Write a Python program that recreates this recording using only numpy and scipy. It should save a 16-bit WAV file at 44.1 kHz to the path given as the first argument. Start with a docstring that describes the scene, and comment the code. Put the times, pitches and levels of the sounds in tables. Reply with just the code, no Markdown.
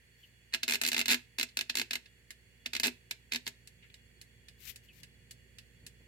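"""An appliance hums in a kitchen. A hand grazes the left microphone, with a faint squeak. From half a second
in, the clockwork timer of a small plastic cooker is wound close by in short twists: a catch (the pawl) snaps
over the ratchet teeth and knocks the hollow case. The escapement, which lets the gears move one step at a time,
beats once or twice while the dial rests; near 3.7 seconds it ticks steadily and quietly, and the fingers let go
of the dial. Last, the hand brushes and bumps the microphone, and a second faint squeak is heard."""
import sys
import numpy as np
from scipy import signal
from scipy.fft import rfft, irfft, next_fast_len
from scipy.io import wavfile
from scipy.ndimage import uniform_filter1d

SR = 44100
rng = np.random.default_rng(int(sys.argv[2]) if len(sys.argv) > 2 else 0)


def bounce(signal):
    """Save signal as a 16-bit WAV file at the path given by the first command-line argument."""
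    frames = np.transpose(np.atleast_2d(signal))
    limited = np.clip(frames, -1, 1)
    pcm = np.round(limited * 32767).astype(np.int16)
    wavfile.write(sys.argv[1], SR, pcm)


N = 267687
TIME = np.arange(N) / SR

# Tone colours of the room, sliding skin, a tick and a pawl snap.
# Each row: frequency in Hz, relative left and right levels in dB.
ROOM_TONE = [(24.8, -29, -29), (89, 0.5, 4), (147, -4, -1), (337, -13, -15.5), (367, -11.5, -4),
             (625, -20.5, -24), (1270, -33.5, -30.5), (1847, -10, -12.5), (2780, -28.5, -14.5),
             (3680, -61, -26), (6250, -31, -29.5), (6540, -26, -26), (11300, -32, -31.5), (15900, -34, -37)]
SKIN_TONE = [(300, -57, -58), (1130, -20, -56), (2220, 1.5, -13), (3500, -2, -24), (7360, -5, -29),
             (9100, -10.5, -24), (13600, 0, -36), (16600, -14, -49)]
TICK_TONE = [(294, -13, -14.5), (940, -25.5, -51), (1820, 2, -5), (3370, -23.5, -7.5), (4820, -6, -2),
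             (5500, -13, -6.5), (8000, -12.5, -3), (10000, -23, -25.5), (11100, -15.5, -2),
             (15700, -21, -60)]
PAWL_TONE = [(150, -21.5, -18.5), (490, -21, -21.5), (1074, -19.5, -30), (1503, -3, -17),
             (2425, -2.5, -3.5), (3080, -23, -4.5), (4320, -1, 4), (6040, -7, -3.5), (7400, -8.5, 1.5),
             (9790, -21.5, -16.5), (12510, -9.5, -6), (16500, -24.5, -44)]
# Mains hum. Each row: pitch in Hz, relative left and right levels in dB.
HUM_NOTES = [(59.2, -71, -64.5), (118.4, -72, -67.5), (177.6, -82, -77), (236.8, -83, -78),
             (473.7, -85, -80), (536, -95, -86)]
# Thin whines in the room. Each row: pitch in Hz, width in Hz, level in dB.
WHINE_BANDS = [(2850, 10, -79.5), (3370, 25, -78), (4444, 110, -77.5), (6160, 36, -113), (7220, 29, -84.5),
               (8300, 150, -93), (10500, 130, -94)]
# Hand strokes. Each row: start and length in seconds, relative final level in dB, growth in dB.
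HAND_STROKES = [(0.19, 0.084, -72.5, 1), (4.601, 0.078, -48, 12), (4.692, 0.0074, -42, 4),
                (4.84, 0.018, -67, 0), (4.935, 0.068, -61.5, 5.5)]
# Squeaks. Each row: start and length in seconds, first and last pitch in Hz, level in dB.
SQUEAK_GLIDES = [(0.231, 0.032, 3170, 2800, -53.5), (4.885, 0.024, 3040, 2850, -55.5),
                 (4.892, 0.034, 2670, 2450, -57)]
# Light clicks of the clockwork: gears taking up slack, and near 2.06 and 2.31 s a lone tock and tick # of the
# escapement while the dial rests. Each row: start in seconds, level, body and crack in dB, ping pitch in Hz. #
# "Body" boosts a snap below 3 kHz, "crack" boosts it above 6 kHz. Snap levels are relative.
LIGHT_CLICKS = [(0.5252, -50.5, 6, 2, 4070), (0.5335, -42.5, 5, -3, 4340), (1.4892, -53.5, -8, -10, 4400),
                (1.7428, -49, 11, 2, 4000), (2.0599, -52.5, -5, -11, 4100), (2.3058, -42.5, -3, 3, 2090),
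                (2.657, -53, 24, -19, 2420), (3.317, -51, -1, -14, 2540), (3.4589, -55, -15, 0, 4300)]
# Where dial and case ring. Each row: pitch in Hz, width in Hz, left and right boost in dB.
CASE_RINGS = [(652, 30, 15.5, 13.5), (940, 227, 13, 16.5), (1665, 83, -0.5, 18.5), (1773, 81, 5.5, -0.5),
              (2098, 143, 10, 6.5), (2584, 420, -15.5, 12.5), (2942, 206, 25, 4.5), (3180, 17, 5, 5.5),
              (3607, 630, 14, 4.5), (4134, 44, 6.5, 2), (5880, 125, 6.5, -23), (7030, 540, 7, -21),
              (8830, 880, 9.5, -3.5), (11180, 1200, 7.5, -4.5)]
# Twists of the dial. Each row: start and length in seconds, teeth passed (rounded), speed-up from
# -1 to 1, level, body and crack in dB, ping pitch in Hz, knock on the case in dB.
DIAL_TWISTS = [(0.5385, .008, 2, 0, -26, 4, 0.5, 4230, -50), (0.633, 0, 1, 0, -28, -2, -5.5, 4440, -54),
               (0.6803, 0.042, 5, -.3, -27, 5, 6, 2560, -49.5),
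               (0.7364, 0.019, 3, 0, -27.5, 3.5, 5, 4300, -45.5),
               (0.815, 0, 1, 0, -26.5, 8.5, 9, 4060, -49),
               (0.836, 0.051, 5, 0.16, -27.5, 1.7, 4.5, 4220, -48.5),
               (0.918, .0277, 3, -.15, -27, 2.5, 2.5, 4100, -49.5),
               (0.9658, 0.048, 5, 0.17, -26.5, 4, 2.5, 2770, -45.5),
               (1.058, 0, 1, 0, -28.5, 2, 6.5, 3950, -53),
               (1.082, 0.026, 5, 0.38, -25, 2.5, -1.5, 4030, -50.5),
               (1.112, .032, 5, -.5, -23.5, 4.5, 5, 2680, -45),
               (1.3859, 0.044, 4, -0.28, -27.5, 1.5, 1, 4100, -47.5),
               (1.5717, 0.039, 3, -0.049, -27, 0, -1, 4400, -51.5),
               (1.6986, 0, 1, 0, -26, -1, -2.5, 3970, -55),
               (1.7543, 0.043, 4, 0.21, -28, 1, -0.5, 4450, -50.5),
               (1.8156, 0, 1, 0, -28.5, 3, 1.5, 2520, -46.5), (1.9095, .0459, 3, .04, -29, 3, 2, 2600, -53),
               (2.6614, 0, 1, 0, -30.5, -0.5, -3.5, 2550, -60),
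               (2.7346, 0.031, 3, 0.15, -29.5, 1, -2.5, 2440, -56.5),
               (2.7989, 0, 1, 0, -29, 1, 2, 4640, -47.5),
               (2.8342, .0071, 1.78, 0, -25.5, -0.5, -4, 3600, -45.5),
               (2.8471, 0.033, 5, -.35, -28.5, 4, 5.5, 3960, -42),
               (3.1109, 0, 1, 0, -31.5, 0.5, 2.5, 2350, -59),
               (3.3219, 0.038, 4, 0.038, -30, 0, 0.5, 2430, -52.5),
               (3.467, 0.01, 2, 0, -33, 2.5, -2, 3970, -51)]
# Low notes of the hollow case. Each row: pitch in Hz, relative level in dB, seconds to fade by 60 dB.
CASE_NOTES = [(245.4, 3, 0.14), (270, -22, 0.12), (352.4, -7.5, 0.13), (401.4, -10.5, 0.16),
              (432, -13.5, 0.097), (656, -7, 0.036), (850, -4.5, 0.031)]
# The escapement's two arms, tick and tock. Each row: level, body and crack in dB, ping pitch in Hz.
TICK_AND_TOCK = [(-49, -7, 5, 4350), (-51, -8, -3, 3900)]
# Finger scuffs and hand bumps. 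Each row: start and length in seconds, pitch in Hz, level in dB.
FINGER_SCUFFS = [(3.825, 0.025, 2560, -58), (3.835, 0.05, 2220, -60.5), (3.899, 0.011, 2830, -57)]
HAND_BUMPS = [(4.668, 0.062, 74.5, -60), (5.007, 0.058, 134, -59), (5.824, 0.078, 100, -56.5),
              (5.998, 0.048, 272, -67.5)]

LAG_S = .00018  # the timer's sound reaches the right microphone this much later


def from_db(db):
    """Turn decibels into a volume factor."""
    return 10 ** (np.asarray(db) / 20)


def rms_one(x):
    """Scale a sound to an average strength (rms) of 1."""
    return x / np.sqrt(np.mean(x ** 2) + 1e-20)


def colour_db(points, size):
    """Join the rows of a tone colour into left and right dB curves."""
    hz, *sides = np.transpose(points)
    grid = np.maximum(np.fft.rfftfreq(size, 1 / SR), 1)
    return np.array([np.interp(np.log(grid), np.log(hz), side) for side in sides])


def ring_filter(db, size):
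    """Turn a dB curve into a filter that rings only after the blow (minimum phase)."""
    cepstrum = irfft(np.log(from_db(db)), size)
    cepstrum[..., 1:size // 2] *= 2
    cepstrum[..., size // 2 + 1:] = 0
    return np.exp(rfft(cepstrum))


def add(out, sound, start):
    """Mix a sound in at a start time in seconds."""
    part = out[..., max(int(start * SR), 0):][..., :sound.shape[-1]]
    part += sound[..., :part.shape[-1]]


def coloured_noise(points, alike_below_hz):
    """Stereo noise with a tone colour; long waves reach both microphones alike."""
    size = next_fast_len(N, real=True)
    alike = 1 / (1 + (np.fft.rfftfreq(size, 1 / SR) / alike_below_hz) ** 2)
    white = rfft(rng.standard_normal((3, size)))
    mixed = np.sqrt(alike) * white[0] + np.sqrt(1 - alike) * white[1:]
    return rms_one(irfft(mixed * from_db(colour_db(points, size)), size)[:, :N])


def filtered(x, order, hz, kind):
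    """Keep the low, high or middle ("band") part of a sound."""
    return signal.sosfilt(signal.butter(order, hz, kind, fs=SR, output="sos"), x)


def narrow_noise(hz, width_hz):
    """Stereo noise around one pitch."""
    edges = [hz - width_hz / 2, hz + width_hz / 2]
    return rms_one(filtered(rng.standard_normal((2, N)), 2, edges, "band"))


def swell(start, length):
    """The volume of a short touch: it rises quickly and fades."""
    progress = np.clip((TIME - start) / length, 0, 1)
    return np.sin(np.pi * np.sqrt(progress))


def room(split_hz=750, rise_db_per_s=0.9):
    """Rumble and mains hum grow slowly under a steady hiss and thin whines."""
    growth = from_db(rise_db_per_s * (TIME - TIME[-1]))
    air = coloured_noise(ROOM_TONE, alike_below_hz=320)
    rumble = from_db(-66) * rms_one(filtered(air, 3, split_hz, "low"))
    hiss = from_db(-67.5) * rms_one(filtered(air, 3, split_hz, "high"))
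    hum = sum(from_db([[left], [right]]) * np.sqrt(2) * np.sin(2 * np.pi * (hz * TIME + rng.random()))
              for hz, left, right in HUM_NOTES)
    whine = sum(from_db(db) * narrow_noise(hz, width) for hz, width, db in WHINE_BANDS)
    return growth * (rumble + from_db(1.2) * hum) + hiss + whine


def hand_brush(grain, grain_db=-2.0, land_db_per_s=900, lift_db_per_s=710):
    """Skin lands on the microphone, slides with a grainy hiss and lifts off."""
    volume = np.zeros(N)
    for start, length, final_db, growth_db in HAND_STROKES:
        before, after = np.maximum(start - TIME, 0), np.maximum(TIME - start - length, 0)
        pressure_db = np.interp(TIME, [start, start + length], [final_db - growth_db, final_db])
        volume += from_db(pressure_db - land_db_per_s * before - lift_db_per_s * after)
    return volume * from_db(grain_db * grain) * coloured_noise(SKIN_TONE, alike_below_hz=2300)


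def squeaks(grain, wobble=0.05):
    """Short falling tones whose pitch wobbles with the grain of the sliding skin."""
    out = np.zeros(N)
    for start, length, first_hz, last_hz, db in SQUEAK_GLIDES:
        pitch = np.interp(TIME, [start, start + length], [first_hz, last_hz]) * (1 + wobble * grain)
        out += from_db(db) * swell(start, length) * np.sin(2 * np.pi * np.cumsum(pitch) / SR)
    return out


def snaps(rows, colour, rise_s, snap_s, ring_s, ring_db, slip, ping_db, ping_cycles, direct_s):
    """A catch slips and strikes: its spring pings and the plastic rings on."""
    size, lead = 4096, SR // 200  # samples in one snap, and before its strike
    t, hz = (np.arange(size) - lead) / SR, np.fft.rfftfreq(size, 1 / SR)
    peaks = sum(np.array([[left], [right]]) / (1 + (2 * (hz - centre) / width) ** 2)
                for centre, width, left, right in CASE_RINGS)
    case_db = colour_db(colour, size) + peaks
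    lows, highs = 1 / (1 + (hz / 3000) ** 8), 1 - 1 / (1 + (hz / 6000) ** 8)
    loud_part = slice(lead - SR // 1000, lead + SR // 200)
    after, lag = np.maximum(t, 0), np.array([[0], [LAG_S]])
    decay = np.exp(-after / snap_s) + from_db(ring_db) * np.exp(-after / ring_s)
    alike = np.exp(-after / direct_s)  # both sides hear the same strike, then the ring scatters
    ping_age = np.maximum(t + .0005 - lag, 0)  # the spring sets off just before the strike
    ping_gain = from_db(ping_db + np.array([[-3], [0]]))
    out = np.zeros((2, N))
    for start, level_db, body_db, crack_db, ping_hz, *_ in rows:
        # a slow slip builds up longer and cracks less
        rise = np.exp(np.minimum(t, 0) / (rise_s * from_db(-slip * crack_db)))
        shared = np.sqrt(alike) * rng.standard_normal(size)
        scattered = np.sqrt(1 - alike) * rng.standard_normal((2, size))
        rattle = rfft((shared + scattered) * rise * decay) * np.exp(-2j * np.pi * hz * lag)
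        # a hard contact feeds all frequencies evenly
        rattle /= np.sqrt(uniform_filter1d(np.abs(rattle) ** 2, size=110))
        snap = irfft(rattle * ring_filter(case_db + body_db * lows + crack_db * highs, size))
        snap /= np.sqrt(np.mean(snap[:, loud_part] ** 2))
        # the ping swells for a few cycles, so a lower one lasts longer
        progress = ping_age * ping_hz / ping_cycles
        snap += ping_gain * progress * np.exp(1 - progress) * np.sin(2 * np.pi * ping_hz * ping_age)
        snap /= np.sqrt(np.mean(snap[:, loud_part] ** 2))
        add(out, from_db(level_db) * snap, start - lead / SR)
    return out


def clockwork_ticks(rows):
    """Gears or escapement strike lightly and set the plastic ringing."""
    return snaps(rows, TICK_TONE, rise_s=0.0003, snap_s=0.0037, ring_s=0.012, ring_db=0,
                 slip=1.5, ping_db=2.5, ping_cycles=4.0, direct_s=0.0009)


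def pawl_drops(level_spread_db=0.9, crack_spread_db=3.57, pitch_spread=0.013, last_ping_hz=2560):
    """List the drops as each twist drags the pawl over the teeth, no two alike."""
    rows = []
    for start, length, count, speed_up, level_db, body_db, crack_db, ping_hz, knock_db in DIAL_TWISTS:
        for progress in np.linspace(0, 1, round(count)):
            when = start + length * (progress + speed_up * np.sin(np.pi * progress) / np.pi)
            strength, hardness, detune = rng.standard_normal(3)
            # the last tooth of a run catches the spring at its lower note
            hz = (last_ping_hz if progress == 1 else ping_hz) * (1 + pitch_spread * detune)
            rows.append((when, level_db + level_spread_db * strength, body_db,
                         crack_db + crack_spread_db * hardness, hz, knock_db))
    return rows


def ratchet(drops):
    """The pawl snaps sharply off each tooth."""
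    return snaps(drops, PAWL_TONE, rise_s=0.00082, snap_s=0.0013, ring_s=0.0082, ring_db=-3.0,
                 slip=0.64, ping_db=3.0, ping_cycles=2.74, direct_s=0.0015)


def case_boom(drops, uneven_db=4.0):
    """Each drop of the pawl also rocks the hollow case, which rings with low notes."""
    starts, *_, knock_db = np.transpose(drops)
    out = np.zeros(N)
    for hz, note_db, fade_s in CASE_NOTES:
        kicks = np.full(N, 1e-18)
        kick_db = knock_db + note_db + uneven_db * rng.standard_normal(len(starts))
        kicks[(starts * SR).astype(int)] = from_db(kick_db)
        # each kick starts a fading tone
        decay, cosine = from_db(-60 / (fade_s * SR)), np.cos(2 * np.pi * hz / SR)
        out += signal.lfilter([1, -decay * cosine], [1, -2 * decay * cosine, decay ** 2], kicks)
    out = filtered(out, 4, [212, 950], "band")
    return np.array([out, np.interp(TIME - LAG_S, TIME, out)])


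def escapement_beats(count=9, first_s=3.6736, beat_s=.2695, slowing_s=.00126, limp_s=.0012):
    """List the beats as two arms strike in turn, slowing a little, the tock slightly early."""
    rise_db_per_s = 2  # clearer as the hand leaves and the microphone comes closer
    rows = []
    for beat in range(count):
        since = beat * beat_s + slowing_s * beat * (beat - 1) / 2 - limp_s * (beat % 2)
        level_db, *tone = TICK_AND_TOCK[beat % 2]
        rows.append((first_s + since, level_db + rise_db_per_s * since, *tone))
    return rows


def finger_scuffs():
    """Fingers rub the dial as they let go."""
    return sum(from_db(db) * swell(start, length) * narrow_noise(hz, width_hz=1030)
               for start, length, hz, db in FINGER_SCUFFS)


def hand_bumps():
    """The hand holding the microphone makes soft, low thuds."""
    return sum(from_db(db) * swell(start, length) * narrow_noise(hz, width_hz=hz)[0]
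               for start, length, hz, db in HAND_BUMPS)


def kitchen_echo(x, fade_s=0.23, dull_hz=7200, echo_db=-16.0):
    """Sound bounces around the kitchen and comes back a little duller."""
    t = TIME[:SR // 2]
    tail = rng.standard_normal((2, len(t))) * from_db(-60 * t / fade_s) * (t > .008)
    tail = filtered(tail / np.sqrt(np.sum(tail[0] ** 2)), 1, dull_hz, "low")
    return from_db(echo_db) * signal.fftconvolve(x, tail, axes=1)[:, :N]


def scene():
    """Mix the timer and the hand with their echo and the room."""
    drops = pawl_drops()
    near = from_db(-0.78) * ratchet(drops)
    near += from_db(-0.06) * clockwork_ticks(LIGHT_CLICKS + escapement_beats())
    near += case_boom(drops)
    grain = rms_one(uniform_filter1d(rng.standard_normal(N), size=60))  # roughness of sliding skin
    near += hand_brush(grain) + finger_scuffs() + hand_bumps() + squeaks(grain)
    return near + kitchen_echo(near) + room()


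def record(dry):
    """Cut the treble steeply above 16.3 kHz."""
    return signal.sosfilt(signal.ellip(10, .1, 70, 16300, fs=SR, output="sos"), dry)


dry = scene()
out = record(dry)
bounce(out)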